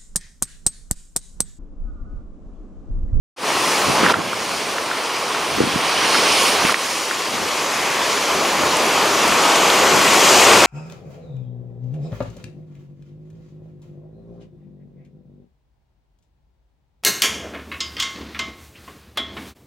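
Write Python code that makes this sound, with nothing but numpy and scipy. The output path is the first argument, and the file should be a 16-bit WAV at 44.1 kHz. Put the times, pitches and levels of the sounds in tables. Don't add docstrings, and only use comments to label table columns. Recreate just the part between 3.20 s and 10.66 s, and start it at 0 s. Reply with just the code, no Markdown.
import sys
import numpy as np
from scipy import signal
from scipy.fft import rfft, irfft, next_fast_len
from scipy.io import wavfile

SR = 44100
rng = np.random.default_rng(int(sys.argv[2]) if len(sys.argv) > 2 else 0)


def to_wav(s):
    ch = np.atleast_2d(s).T
    pcm = np.round(np.clip(ch, -1, 1) * 32767)
    wavfile.write(sys.argv[1], SR, pcm.astype(np.int16))


N = 328986
TIME = np.arange(N) / SR
FRAME, HOP = 1024, 256
FRAME_S = np.arange(N // HOP + 5) * HOP / SR
BIN_HZ = np.fft.rfftfreq(FRAME, 1 / SR)
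OPPOSED = np.array([[1], [-1]])


def amp(db):
    return 10 ** (np.asarray(db) / 20)


def unit(x):
    return x / np.sqrt(np.mean(x ** 2) + 1e-20)


def over_hz(points, hz=BIN_HZ):
    point_hz, value = np.transpose(points)
    return np.interp(np.log(hz + 1), np.log(point_hz + 1), value)


def over_time(rows, t, column=1):
    rows = np.asarray(rows)
    return np.interp(t, rows[:, 0], rows[:, column])


def swells(rows, t):
    return sum(lift_db * np.exp(-((t - s) / half_s) ** 2) for s, half_s, lift_db in rows)


def eddies(span_s, span_hz):
    field = rng.standard_normal((len(FRAME_S), len(BIN_HZ)))
    along = np.fft.fftfreq(len(FRAME_S), HOP / SR)[:, None] * span_s
    across = np.fft.rfftfreq(len(BIN_HZ), SR / FRAME) * span_hz
    smoothing = np.exp(-2 * (along ** 2 + across ** 2))
    return unit(np.fft.irfft2(np.fft.rfft2(field) * smoothing, field.shape))


# frequency in Hz, coherence from 0 to 1.
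COHERENCE = [(200, .99), (600, .975), (1100, .96), (1700, .82), (2300, .91), (3700, .84), (4500, .92),
             (7200, .92), (8200, .988), (10300, .994), (12000, .998)]
# frequency in Hz, lead of the left in radians.
PHASE_LEAD = [(300, 0.047), (1900, -0.083), (3450, 0.17), (4200, -0.043), (6900, -0.4), (8300, 0)]
def turbulence(colour_db, unrest_db):
    a, b, c, d = rng.standard_normal((4, len(FRAME_S), len(BIN_HZ)))
    left, independent = a + 1j * b, c + 1j * d
    coherence = over_hz(COHERENCE)
    right = coherence * left + np.sqrt(1 - coherence ** 2) * independent
    right *= np.exp(-1j * over_hz(PHASE_LEAD))
    colour = amp(colour_db)
    shape = colour / np.linalg.norm(colour, axis=-1, keepdims=True) * amp(unrest_db)
    spectra = np.array([(left * shape).T, (right * shape).T])
    return unit(signal.istft(spectra, nperseg=FRAME, noverlap=FRAME - HOP)[1][:, :N])


def burst(hz, half_s, sag):
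    u = np.arange(-4 * half_s, 4 * half_s, 1 / SR) / half_s
    turns = np.cumsum(hz * np.exp(-sag * np.tanh(u))) / SR
    return np.exp(-u ** 2) * np.sin(2 * np.pi * (turns + rng.random()))


def scattered_bursts(rows, sag, scatter_db, scatter_s, delay_s=0.0017):
    direct = np.zeros(N)
    for s, db, hz, half_s in rows:
        packet = amp(db) * burst(hz, half_s, sag)
        start = round(s * SR) - len(packet) // 2
        direct[start:start + len(packet)] += packet
    t = TIME[:SR // 8]
    rocks = rng.standard_normal((2, len(t))) * np.exp(-t / scatter_s) * (t > delay_s)
    rocks /= np.linalg.norm(rocks, axis=1, keepdims=True)
    return direct + amp(scatter_db) * signal.oaconvolve(direct[None], rocks, axes=1)[:, :N]


def grains(per_s, low_hz, high_hz, cycles, spread_db, pitches=24):
    swarm = np.zeros((2, N))
    for hz in np.geomspace(low_hz, high_hz, pitches):
        sizes = amp(spread_db * np.minimum(rng.exponential(1, N), 4))
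        arrivals = rng.random(N) < per_s / pitches / SR
        pan = amp(OPPOSED * rng.normal(0, 1))
        swarm += pan * signal.oaconvolve(sizes * arrivals, burst(hz, cycles / hz, sag=0.25))[:N]
    return unit(swarm)


# frequency in Hz, relative level in dB.
WIND_SPECTRUM = [(20, -32), (40, -31), (70, -11.5), (120, -4), (220, 0.5), (350, -6), (550, -8),
                 (1000, -30), (2500, -90)]
# peak time in seconds, level in dB, time constant of rise and fall in seconds.
GUSTS = [(0.695, -14, .022), (0.84, -17, 0.032), (0.99, -14.5, 0.06), (1.3, -27, 0.18), (2.41, -11.5, .045),
         (2.56, -15, 0.016), (2.8, -30, 0.076), (3.45, -23, 0.015), (4.15, -22, 0.018), (4.23, -20, 0.02),
         (4.71, -31, 0.028), (5.16, -29, .03), (5.43, -23, 0.048), (6.12, -27, .04), (6.76, -22, 0.027),
         (7.33, -32, 0.03)]
# time in seconds, level in dB, pitch in Hz, half length in seconds.
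BUFFETS = [(0.7, -5, 240, .003), (0.834, -2.5, 322, .0023), (0.992, -0.5, 293, .0033),
           (2.385, -4.5, 290, .0023), (2.406, 7.5, 363, .0023), (2.418, -1, 269, .0023),
           (2.439, -1, 242, 0.00296), (2.475, -6, 239, .0037), (2.562, -2, 233, .003),
           (3.45, -2.5, 310, .002)]
def wind(breeze_db=-36.5, crossing_s=0.00059):
    colour = amp(over_hz(WIND_SPECTRUM, np.fft.rfftfreq(N, 1 / SR)))
    shared, apart = irfft(rfft(rng.standard_normal((2, N))) * colour, N)
    level = amp(breeze_db) + sum(amp(db) * np.exp(-abs(TIME - s) / tau_s) for s, db, tau_s in GUSTS)
    buffets = scattered_bursts(BUFFETS, sag=0.3, scatter_db=-17, scatter_s=0.0091)
    left, right = level * unit(shared) + buffets
    ports = np.array([np.interp(TIME - crossing_s, TIME, left), right])
    return ports + amp(-16) * level * OPPOSED * unit(apart)


# frequency in Hz, relative level in dB.
SURF_EARLY = [(24, -58), (40, -41), (81, -21), (188, -12.5), (215, -8.5), (357, -3), (416, -5.5),
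              (456, -2.5), (815, -3.5), (867, -1.5), (950, -1), (1090, 2), (1460, -10), (1550, -10),
              (2020, -34), (3410, -120)]
SURF_LATE = [(35, -51), (60, -20), (118, -15.5), (176, -9.5), (329, -2), (366, 2.5), (426, 0.5),
             (606, -0.5), (649, -0.5), (863, 0), (1110, 0.5), (1300, -2), (1550, -8), (2020, -41),
             (3410, -120)]
# time in seconds, share of the late spectrum from 0 to 1.
SURF_BLEND = [(0.3, 0.2), (1.3, 0.4), (2.0, 0.4), (3.3, .02), (3.8, 0.3), (4.4, 0.44), (6.2, 0.75),
              (7.4, 0.94)]
# centre in seconds, half length in seconds, lift in dB.
WAVES = [(0.52, .12, 0.5), (0.93, 0.24, 2.5), (3.09, 0.3, 3), (3.87, 0.36, -1.4), (5.62, .22, 0.7),
         (6.45, 0.34, 0.8), (6.87, 0.074, -2.5), (7.34, 0.16, 2.5)]
def surf(wash_db=-15, boil_db=-27):
    late = over_time(SURF_BLEND, FRAME_S)[:, None]
    colour_db = (1 - late) * over_hz(SURF_EARLY) + late * over_hz(SURF_LATE)
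    wash = turbulence(colour_db, 0.9 * eddies(0.07, 170) + 0.48 * eddies(0.026, 3700))
    boil = grains(per_s=400, low_hz=400.7, high_hz=1403, cycles=1.396, spread_db=3)
    return amp(swells(WAVES, TIME)) * (amp(wash_db) * wash + amp(boil_db) * boil)


# time in seconds, second null in Hz, relative strength from 0 to 1.
REFLECTION = [(0.3, 7300, 0.3), (1.3, 7440, 0.2), (2, 7230, 0.3), (3.1, 7300, 0.42), (3.6, 7650, 0.27),
              (4.3, 8350, .15), (5.3, 8500, 0.22), (6, 8860, 0.2), (7.4, 10500, 0.3)]
def reflection():
    phase_lag = 3 * np.pi * BIN_HZ / over_time(REFLECTION, FRAME_S)[:, None]
    treble = np.interp(BIN_HZ, (3620, 6740, 10000, 14000), (0, 1, 0.81, 0.3))
    strength = over_time(REFLECTION, FRAME_S, column=2)[:, None] * treble
    return 20 * np.log10(abs(1 + strength * np.exp(1j * phase_lag)))


# centre in seconds, half length in seconds, lift in dB, pitch in Hz,
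# half width in octaves.
JETS = [(0.51, 0.18, 4, 9800, 1.2), (0.9, 0.08, 3, 1900, .3), (1.33, 0.2, 3.5, 7400, 1.7),
        (2.776, 0.27, 3, 2900, 1.3), (3.076, 0.25, 6, 6000, 1.74), (3.21, 0.11, 4.5, 3120, 0.44),
        (3.25, 0.071, 6, 10900, .76), (3.682, 0.22, 5, 7800, 1.8), (4.37, 0.42, 1.5, 7070, 1),
        (4.73, 0.15, 3, 1970, .42), (4.913, 0.065, 3.2, 5560, .98), (6.39, 0.16, 1.1, 5000, 1.0),
        (7.148, 0.25, 4, 9300, 1.13), (7.32, 0.31, 2, 2700, .8)]
def jets():
    lift_db = 0
    for s, half_s, peak_db, hz, octaves in JETS:
        band = np.exp(-(np.log2((BIN_HZ + 1) / hz) / octaves) ** 2)
        lift_db += swells([(s, half_s, peak_db)], FRAME_S[:, None]) * band
    return lift_db


# frequency in Hz, relative level in dB.
SPRAY_SPECTRUM = [(2000, -68.0), (5500, -24), (7000, -8), (8000, 1), (9200, -1), (10500, -3.0),
                  (12500, -8.0), (14200, -12.5), (15600, -15.5)]
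def spray(sizzle_db=-25.5, droplets_db=-46):
    colour_db = over_hz(SPRAY_SPECTRUM) + reflection()
    sizzle = turbulence(colour_db, jets() + 1.3 * eddies(0.05, 450) + 0.42 * eddies(0.015, 8000))
    droplets = grains(per_s=120, low_hz=7000, high_hz=12000, cycles=1.2, spread_db=-1, pitches=8)
    return amp(sizzle_db) * sizzle + amp(droplets_db) * droplets.mean(0)


# time in seconds, level in dB, pitch in Hz, half length in seconds.
SPITS = [(2.370, -14, 13000, .0003), (5.570, -3, 9300, .0002), (6.080, -5, 7900, .0002),
         (6.502, 2, 3800, .00025)]
def spits():
    return scattered_bursts(SPITS, sag=0.18, scatter_db=-4, scatter_s=0.003).mean(0)


# frequency in Hz, relative level in dB.
STEAM_SPECTRUM = [(300, -65), (900, -9.5), (1400, -3.5), (1700, -1.4), (2050, -0.3), (2400, 0),
                  (3050, -1.5), (3750, -5.5), (4400, -4.5), (5600, -7), (7000, -8), (8000, -16),
                  (9500, -24.5), (14000, -75)]
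# centre in seconds, half length in seconds, lift in dB.
SPUTTERS = [(0.47, 0.11, 7), (0.87, 0.098, 12), (1.8, 0.87, 4.5), (3.49, .1, 6), (6.0, 0.37, 5.5)]
def steam(hiss_db=-14, crackle_db=-27.5):
    colour_db = over_hz(STEAM_SPECTRUM) + reflection()
    hiss = turbulence(colour_db, jets() + eddies(0.054, 340) + 0.5 * eddies(0.015, 8000))
    crackle = grains(per_s=380, low_hz=890, high_hz=3440, cycles=1, spread_db=2)
    return amp(hiss_db) * hiss + amp(crackle_db + swells(SPUTTERS, TIME)) * crackle


# time in seconds, level in dB, pitch in Hz, half length in seconds.
POPS = [(0.84, -3, 1410, .0014), (0.865, -0.3, 1616, 0.0024), (0.885, -2.5, 1600, .0005),
        (0.894, -1, 1310, .0007), (0.9, -6, 1500, .0011), (0.942, 10.5, 1400, .0012),
        (1.133, 2, 1240, .0016), (1.314, -2, 1490, .001), (1.584, 2.5, 1750, .0005),
        (1.715, -2, 1526, 0.0021), (2.149, -2, 1490, .001), (2.946, 1, 1380, .0007),
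        (2.953, -2, 1410, 0.0028), (3.4523, -0.5, 2300, .0007), (3.49, -6, 1610, .001),
        (3.496, 0.3, 1330, 0.0012), (3.544, 9.5, 1950, .00065), (3.912, 2, 1500, .001),
        (4.976, -5, 1670, 0.0012), (6.275, -10, 1100, 0.0017)]
def bubble_pops(snap_db=-10.5, snap_hz=3600, snap_half_s=0.00025):
    rings = scattered_bursts(POPS, sag=0.24, scatter_db=-8, scatter_s=0.0067)
    snaps = [(s, db + snap_db, snap_hz, snap_half_s) for s, db, _, _ in POPS]
    return rings + scattered_bursts(snaps, sag=0.194, scatter_db=-8, scatter_s=0.004)


# time in seconds, left minus right level in dB.
BALANCE = [(0.3, 0.5), (0.5, 0.5), (1.01, -1.0), (1.23, 0.0), (3.54, -1.0), (3.96, 0.5), (5.86, 0.5),
           (7.4, 1.5)]
def scene(rise_db_per_s=0.8):
    pops, ticks = bubble_pops(), spits()
    sides = amp(OPPOSED / 2 * over_time(BALANCE, TIME))
    shore = (surf() + steam() + pops) * sides
    rise = amp(rise_db_per_s * (TIME - TIME[-1]))
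    return rise * (shore + spray() + ticks + wind())


def gain_control(x, threshold_db=2, depth_db=9.3, initial_db=3, recover_db_per_s=2.5, ahead_s=0.016):
    midrange = signal.sosfilt(signal.butter(2, (1100, 2700), "bandpass", fs=SR, output="sos"), x.mean(0))
    envelope = abs(signal.hilbert(midrange, next_fast_len(N))[:N])
    too_loud = envelope > amp(threshold_db)
    recovered_db = recover_db_per_s * TIME
    held_db = np.maximum.accumulate(np.maximum(depth_db * too_loud + recovered_db, initial_db))
    duck_db = held_db - recovered_db
    return x * amp(-np.interp(TIME + ahead_s, TIME, duck_db))


def record(dry, fade_in_s=(0.162, 0.28), cutoff_hz=15750):
    faded = gain_control(dry) * np.interp(TIME, fade_in_s, (0, 1))
    rounded = faded / (1 + faded ** 8) ** (1 / 8)
    low_pass = signal.firwin(511, cutoff_hz, window=("kaiser", 9), fs=SR)
    return signal.oaconvolve(rounded, low_pass[None], "same")


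dry = scene()
out = record(dry)
to_wav(out)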